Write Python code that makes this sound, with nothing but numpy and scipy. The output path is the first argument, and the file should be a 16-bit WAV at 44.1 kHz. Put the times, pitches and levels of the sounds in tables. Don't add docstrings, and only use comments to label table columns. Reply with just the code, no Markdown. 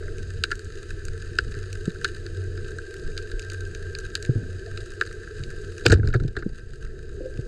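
import sys
import numpy as np
from scipy import signal
from scipy.fft import rfft, irfft
from scipy.io import wavfile
from scipy.ndimage import uniform_filter1d

SR = 44100
rng = np.random.default_rng(int(sys.argv[2]) if len(sys.argv) > 2 else 0)


def master_out(mix):
    frames = np.transpose(np.atleast_2d(mix))
    ceiling = np.clip(frames, -1, 1)
    pcm = np.round(ceiling * 32767).astype(np.int16)
    wavfile.write(sys.argv[1], SR, pcm)


N = 329427


def amp(db):
    return 10 ** (np.asarray(db) / 20)


def rms_one(x):
    return x / np.sqrt(np.mean(x ** 2) + 1e-20)


def in_time(rows):
    time_s, *columns = np.transpose(rows)
    return [np.interp(np.arange(N) / SR, time_s, column) for column in columns]


def drift(rate_hz):
    r = np.exp(-80 * np.pi * rate_hz / SR)
    noise = rng.standard_normal(N // 40 + 2002)
    slow = signal.lfilter([1], [1, -2 * r, r * r], noise)[2000:]
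    return np.interp(np.arange(N) / 40, np.arange(len(slow)), rms_one(slow))


def ring(x, hz, width_hz):
    r, w = np.exp(-np.pi * width_hz / SR), 2 * np.pi * hz / SR
    return signal.lfilter([0, np.sin(w)], [1, -2 * r * np.cos(w), r * r], x + 1e-18)


def steady(x, hz, width_hz):
    wide_hz = 1.4 * width_hz
    top_gain = 4 * (1 - np.exp(-np.pi * wide_hz / SR)) ** 2
    return ring(ring(x, hz, wide_hz), hz, wide_hz) * top_gain


# (frequency [Hz], nominal width [Hz], level [dB])
HOUSING_MODES = [(354, 54.3, -1), (426, 55.6, 1), (474.8, 56, -7), (626.5, 100, -19), (756, 315, -34.5),
                 (1364.2, 105, -11), (1563.7, 88, -4), (1739, 89, -9), (1982, 210, -22.5), (2493, 344, -24),
                 (3004, 600, -26), (3516, 150, -29.5), (3843, 250, -20), (4488, 425, -24),
                 (4950, 267, -21.5), (5540, 107, -26), (6550, 720, -24), (7923, 680, -29), (8877, 385, -29),
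                 (9370, 980, -38.5), (10290, 950, -40.5), (11700, 1700, -49), (13400, 1800, -50)]
# (from [Hz], to [Hz])
HOUSING_PARTS = [(0, 1000), (1000, 2300), (2300, 5500), (5500, 20000)]


def housing(x, part, spread_db=None, damping=1):
    low_hz, high_hz = HOUSING_PARTS[part]
    out, sign, reach_hz = 0, 1, 0
    for k, (hz, nominal_width_hz, mode_db) in enumerate(HOUSING_MODES):
        if low_hz < hz < high_hz:
            width_hz = nominal_width_hz * damping
            if hz - width_hz < reach_hz:
                sign = -sign
            reach_hz = hz + width_hz
            gain_db = mode_db if spread_db is None else mode_db + spread_db(k)
            out = out + sign * amp(gain_db) * steady(x, hz, width_hz)
    if part:
        gap = signal.butter(3, 1100.0, "high", fs=SR, output="sos")
    else:
        gap = signal.butter(3, [290.0, 700.0 * damping ** .5], "band", fs=SR, output="sos")
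    return signal.sosfilt(gap, out)


# (time [s], mean hum frequency [Hz], hum level before flutter [dB])
MOTOR_CURVE = [(0.0, 88.5, -38), (0.2, 92, -33), (0.55, 89.35, -41), (0.92, 87.8, -41), (1.25, 89.85, -39),
               (1.55, 92.7, -35.5), (1.85, 92.6, -38), (2.07, 88.6, -46), (2.45, 93, -32), (2.7, 89, -41.5),
               (3.1, 89, -40.5), (3.3, 90, -39), (3.56, 94, -35.5), (3.85, 90, -40.5), (4.0, 88.9, -42.5),
               (4.45, 90.5, -40), (4.7, 93, -36), (5.15, 89, -42), (5.33, 89.4, -46.5), (5.7, 91.8, -38.5),
               (6.6, 93.7, -42.5), (7.47, 84.4, -56.5)]
# (time [s], level [dB])
WHINE_CURVE = [(0, -65), (1.5, -73.5), (2.6, -51), (4.0, -47), (4.6, -52), (7.47, -51.5)]
WHINE_HZ, WHINE_WIDTH_HZ = 1586, 40
WAVER_HZ, FLUTTER_DB, FLUTTER_RATE_HZ = 1.2, 2, 7.5
SCATTER_SHARE, SCATTER_RATE_HZ = .4, 6


def motor():
    mean_hz, hum_db = in_time(MOTOR_CURVE)
    scatter = drift(SCATTER_RATE_HZ) + 1j * drift(SCATTER_RATE_HZ)
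    paths = 1 + SCATTER_SHARE * scatter
    turns = np.cumsum(mean_hz + WAVER_HZ * drift(3.47)) / SR
    hum = rms_one(np.imag(paths * np.exp(2j * np.pi * turns)))
    whine = rms_one(steady(rng.standard_normal(N), WHINE_HZ, WHINE_WIDTH_HZ))
    hum_gain = amp(hum_db + FLUTTER_DB * drift(FLUTTER_RATE_HZ))
    return hum_gain * hum + amp(in_time(WHINE_CURVE)[0]) * whine


# (frequency [Hz], relative level [dB per Hz])
RUMBLE_SPECTRUM = [(20, 3), (30, -2), (50, -6.5), (70, -8), (110, -12.5), (140, -13.5), (180, -26),
                   (215, -23), (265, -29.5), (500, -56.5), (900, -60.5), (2000, -99)]


def rumble(level_db):
    hz = np.maximum(np.arange(N // 2 + 1) * SR / N, 1)
    corner_hz, density_db = np.array(RUMBLE_SPECTRUM).T
    shape = amp(np.interp(np.log(hz), np.log(corner_hz), density_db))
    shape = shape * np.minimum(hz / 16, 1) ** 2
    noise = rms_one(irfft(rfft(rng.standard_normal(N)) * shape, N))
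    return amp(level_db + 2.5 * drift(7.2)) * noise


BASE_CRACKLE_PER_S = 220
CRACKLE_DB, HISS_DB = -26.5, -27
FAR_CUT_HZ = 12100


def crackle():
    sizes = amp(6.6 * np.minimum(rng.exponential(1, N), 3.5))
    born = rng.random(N) < BASE_CRACKLE_PER_S * amp(4.0 * drift(6.0)) / SR
    smear = np.exp(-1 / (0.0018 * SR))
    level = signal.lfilter([1], [1, -smear], sizes * born)
    return rms_one(level * rng.standard_normal(N))


def reef(wash_db):
    wash = housing(rng.standard_normal(N), 0, lambda k: 1.07 * drift(13.5))
    out = amp(wash_db) * rms_one(wash)
    broad = crackle()
    for part in range(1, 4):
        hiss = amp(HISS_DB + 0.22 * drift(31.0)) * rng.standard_normal(N)
        shrimp = amp(CRACKLE_DB) * (broad + 0.47 * crackle())
        out += housing(hiss + shrimp, part)
    return signal.sosfilt(signal.butter(3, FAR_CUT_HZ, fs=SR, output="sos"), out)


BURST_RISE_S, CLICK_HEIGHT = 0.00017, 3.4
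ECHO_DB, ECHO_DECAY_S = -18, 0.0065


def struck(events, damping):
    out, t = np.zeros(N), np.arange(round(.06 * SR)) / SR
    noise = rng.standard_normal((len(events), len(t)))
    spread_db = rng.normal(0, 1.68, (len(events), len(HOUSING_MODES)))
    time_s, *peaks_db, decay_ms = np.transpose(events)[:, :, None]
    direct = np.exp(-t * 1000 / np.maximum(decay_ms, .05))
    echoes = amp(ECHO_DB) * np.exp(-t / ECHO_DECAY_S)
    bursts = noise * (1 - np.exp(-t / BURST_RISE_S)) * (direct + echoes)
    bursts[:, 0] = CLICK_HEIGHT
    sound = 0
    for part, peak_db in enumerate(peaks_db):
        rung = housing(bursts, part, lambda k: spread_db[:, [k]], damping)
        sound = sound + amp(peak_db) * rung / np.abs(rung).max(axis=1, keepdims=True)
    for start, blow in zip(np.round(time_s[:, 0] * SR).astype(int), sound):
        out[start:start + len(t)] += blow[:N - start]
    return out


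# (time [s], body peak [dB], middle peak [dB], top peak [dB])
SNAP_EVENTS = [(0.0256, -34, -59, -60), (0.080, -30.5, -56, -59), (0.183, -57, -34.5, -37),
               (0.4375, -13.5, -8, -20.5), (0.4533, -32, -53, -55), (0.505, -27.5, -40, -52),
               (0.5145, -16.5, -24, -28.5), (0.518, -15, -21, -35), (0.5268, -22, -51, -51),
               (0.5544, -48, -39, -34), (0.593, -35, -33, -34), (0.646, -54, -55, -36),
               (1.0522, -51, -37, -28), (1.0828, -32.5, -30.5, -36), (1.3863, -6.5, -11, -23.5),
               (1.541, -34, -33.5, -44), (1.7287, -52, -28, -29), (1.8552, -37, -33, -32),
               (1.9036, -36, -35, -47), (1.958, -32.5, -44, -52), (2.045, -13.5, -15, -19.5),
               (2.0509, -19.5, -23, -38), (2.264, -31.5, -29.5, -38), (2.44, -48, -51, -43),
               (2.5756, -33, -36, -57), (2.687, -37, -49, -43), (2.707, -50, -48, -38),
               (2.785, -26.5, -38, -35), (2.9406, -32, -37.5, -36), (3.167, -35, -37, -43),
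               (3.177, -32.5, -22, -30), (3.3152, -31, -35, -42), (3.3948, -36, -27.5, -26.5),
               (3.4263, -43, -31, -42), (3.5001, -46, -26.5, -31), (3.5334, -38, -39, -33),
               (3.607, -40, -34, -35), (3.7488, -36, -31, -30.5), (3.9505, -34, -19.5, -37),
               (3.987, -32, -31.5, -25), (4.153, -21, -12, -17.5), (4.226, -40, -29.5, -25.5),
               (4.2499, -31, -29, -31.5), (4.7746, -31, -25, -38), (5.0114, -8.5, -18.5, -28),
               (5.0207, -17.5, -37, -38), (5.0353, -41, -35, -45), (5.052, -40, -37, -43),
               (5.0743, -41, -32.5, -43), (5.1112, -31.5, -40, -45), (5.1268, -39, -40, -37),
               (5.2324, -34.5, -44, -43), (5.2739, -31, -50, -51), (5.4363, -42, -28, -36),
               (5.5032, -32, -36, -38), (5.7809, -34.5, -31.5, -32), (6.7341, -32, -37, -38),
               (6.8642, -33, -48, -62), (7.3394, -41, -40, -49), (7.3734, -50, -39, -42)]
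SNAP_DECAY_MS = 0.58


def snaps():
    events = []
    for time_s, body_db, *upper_db in SNAP_EVENTS:
        low_db = body_db - 18
        events.append((time_s, low_db, body_db, *upper_db, SNAP_DECAY_MS))
    return struck(events, damping=1.54)


def tones(events, rise_s, glide):
    out, pushes = np.zeros(N), np.zeros(N)
    for time_s, db, hz, t60_s in events:
        start = round(time_s * SR)
        t = np.arange(min(SR // 2, N - start)) / SR
        turns = hz * (t + glide * (1 - np.exp(-t / 0.016)) * 0.0067)
        swell = (1 - np.exp(-t / rise_s)) ** 2
        decay = amp(db - 60 * t / max(t60_s, .01))
        out[start:start + len(t)] -= decay * swell * np.sin(2 * np.pi * turns)
        pushes[start + round(rise_s * SR)] = amp(db)
    return out, pushes


# (time [s], level before swell and wobble [dB], settled frequency [Hz], t60 [s])
BUBBLE_EVENTS = [(.01, -50, 598, 0.3), (4.67, -49, 660, 0.14), (4.8, -42, 663, 0.11),
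                 (7.17, -27, 403, 0.32), (7.205, -23, 515, 0.26), (7.206, -19, 334, 0.1)]


def bubbles():
    wobble = amp(5.6 * drift(28.4))
    return wobble * tones(BUBBLE_EVENTS, rise_s=0.0023, glide=-0.011)[0]


# (time of the top [s], level before drift [dB])
SURGE_EVENTS = [(4.369, -32.5), (5.905, -14.5), (6.2, -28)]
SURGE_RISE_DB_PER_S, SURGE_FALL_DB_PER_S = 498, 111


def surges():
    t = np.arange(N) / SR
    level = 0
    for top_s, db in SURGE_EVENTS:
        drop_db = np.where(t < top_s, SURGE_RISE_DB_PER_S * (top_s - t), SURGE_FALL_DB_PER_S * (t - top_s))
        level = level + amp(db - drop_db)
    band = signal.butter(3, [50.0, 260.0], "band", fs=SR, output="sos")
    churn = signal.sosfilt(band, rng.standard_normal(N))
    return level * amp(1.0 * drift(6.9)) * rms_one(churn)


# (time [s], level before swell [dB], settled frequency [Hz], t60 [s])
KNOCK_EVENTS = [(1.565, -18, 99, 0.055), (1.876, -7, 164, 0.045), (3.335, -19.5, 30.5, 0.32),
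                (4.291, -3.5, 120.8, 0.082), (4.355, -10, 100, 0.16), (5.395, -27, 129, 0.28),
                (5.864, -4.5, 109, 0.086), (5.905, -0.5, 73.9, 0.63), (5.927, 10, 88.4, 0.1),
                (5.948, 1.5, 67, 0.2), (5.970, -2, 86, 0.12), (5.991, 2, 102.6, 0.15),
                (6.040, 0, 102.5, 0.14), (6.084, -0.5, 114, 0.11), (6.152, 6.5, 114, 0.1),
                (6.204, -8.5, 98.4, 0.23), (6.22, -4, 126.5, .08), (6.247, 0.5, 128, 0.091),
                (6.372, -4, 65, 0.051), (6.460, 1.5, 181, 0.035), (7.389, -6, 111.4, 0.053)]
KNOCK_WASH_DB = -15


def knocks():
    thud, pushes = tones(KNOCK_EVENTS, rise_s=0.00274, glide=0.27)
    soft = signal.sosfilt(signal.butter(4, 400.0, fs=SR, output="sos"), pushes)
    shaken = 0
    for hz, width_hz, db in HOUSING_MODES:
        if hz < 1000:
            shaken = shaken + amp(db + KNOCK_WASH_DB) * ring(soft, hz, width_hz)
    return thud + shaken


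# (time [s], low peak [dB], body peak [dB], middle peak [dB], top peak [dB], decay constant [ms])
RATTLE_EVENTS = [(5.8524, -17.5, -28, -24, -38, 1.3), (5.8561, -5, -27, -22, -32, 0.52),
                 (5.8602, -7, -14, -19, -15, 1.4), (5.8635, -12, -6.5, 1.5, -12.5, 0.88),
                 (5.8764, -33, -26, -29, -36, 9.4), (5.8814, -36, -32, -29, -26, 5),
                 (5.8985, -25, -12, -16, -23, 3), (5.9044, -21, -12.5, -20.5, -24, 6.1),
                 (5.9184, -16, -6, -7, -17, 3.9), (5.9234, 0, -2, -23, -8.5, 2.7),
                 (5.9284, -20, -10, -15, -22, 6.4), (5.9374, -25, -15, -18, -23, 6.2),
                 (5.957, -33, -23, -32, -42, 6.8), (5.972, -35, -32, -35.5, -52, 4.8),
                 (5.9834, -26, -37, -37, -40, 1.1), (5.9948, -37, -25, -45, -57, 3.7),
                 (6.0302, -23, -17, -42, -54, 2.5), (6.045, -21, -31, -34, -46, 12),
                 (6.057, -38, -29, -33, -36, 1.1), (6.0731, -17.5, -16, -17.5, -26, 2.6),
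                 (6.0864, -24, -27, -25, -33, 3.4), (6.100, -34, -25, -35, -41, 8.2),
                 (6.128, -39, -19, -26, -48, 6.1), (6.1379, -15.5, -5.5, -37, -26.5, 3.9),
                 (6.143, -6.5, -11, -23, -36, 9.3), (6.1594, -17, -25, -26, -41, 3.6),
                 (6.1988, -17, -24, -33.5, -40.5, 6.9), (6.2357, -25, -29.5, -29.5, -35, 1),
                 (6.2796, -25, -34, -27, -35, 2.5), (6.352, -46, -28, -52, -49, 4.5),
                 (6.3654, -17, -11.5, -23, -33.5, 4.2), (6.385, -22.5, -26.5, -34, -37.5, 16),
                 (6.4233, -20.5, -20.5, -38, -60, 3.3), (6.4921, -31.5, -48, -43, -64, 1)]


def rattles():
    return struck(RATTLE_EVENTS, damping=2.33)


# (time [s], rumble level before drift [dB], wash level in the low housing modes [dB])
WATER_CURVE = [(0.0, -34.5, -38.5), (0.3, -33.5, -45.5), (0.9, -36.5, -45), (1.5, -32, -43),
               (1.95, -33, -43), (2.2, -36.5, -42), (3.1, -36.5, -40.5), (3.5, -39, -42.5),
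               (4.07, -35, -42.5), (4.3, -40.5, -41), (4.7, -33.5, -41.5), (5.15, -38.5, -44),
               (5.5, -35, -42), (5.8, -39, -42), (6.1, -16.5, -32), (6.5, -28, -42.5), (7.05, -32, -39),
               (7.47, -29.5, -37)]


def scene():
    rumble_db, wash_db = in_time(WATER_CURVE)
    background = motor() + rumble(rumble_db) + reef(wash_db) + snaps() + bubbles()
    gun = surges() + knocks() + rattles()
    return (background + gun)[None]


# (averaging [s], threshold [dB], cut per dB over [dB/dB], recovery [dB/s])
DUCKING_STAGES = [(.01, -13.5, 0.2154, 80), (0.098, -21, 0.67, 5)]
CUTOFF_HZ = 16300


def record(dry):
    t, cut_db = np.arange(N) / SR, 0
    for span_s, threshold_db, share, recovery_db_per_s in DUCKING_STAGES:
        power = uniform_filter1d(dry ** 2, round(span_s * SR))
        level_db = 10 * np.log10(np.maximum(power, 1e-12))
        over_db = share * np.maximum(level_db - threshold_db, 0)
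        recovery_db = recovery_db_per_s * t
        cut_db = cut_db + np.maximum.accumulate(over_db + recovery_db, axis=1) - recovery_db
    r = np.exp(-1 / (0.06 * SR))
    wet = dry * amp(-signal.lfilter([1 - r], [1, -r], cut_db))
    wet = signal.sosfilt(signal.butter(2, 13500.0, fs=SR, output="sos"), wet)
    top_cut = signal.cheby2(12, 70, CUTOFF_HZ, fs=SR, output="sos")
    return signal.sosfilt(top_cut, np.clip(wet, -1, 1))


dry = scene()
out = record(dry)
master_out(out)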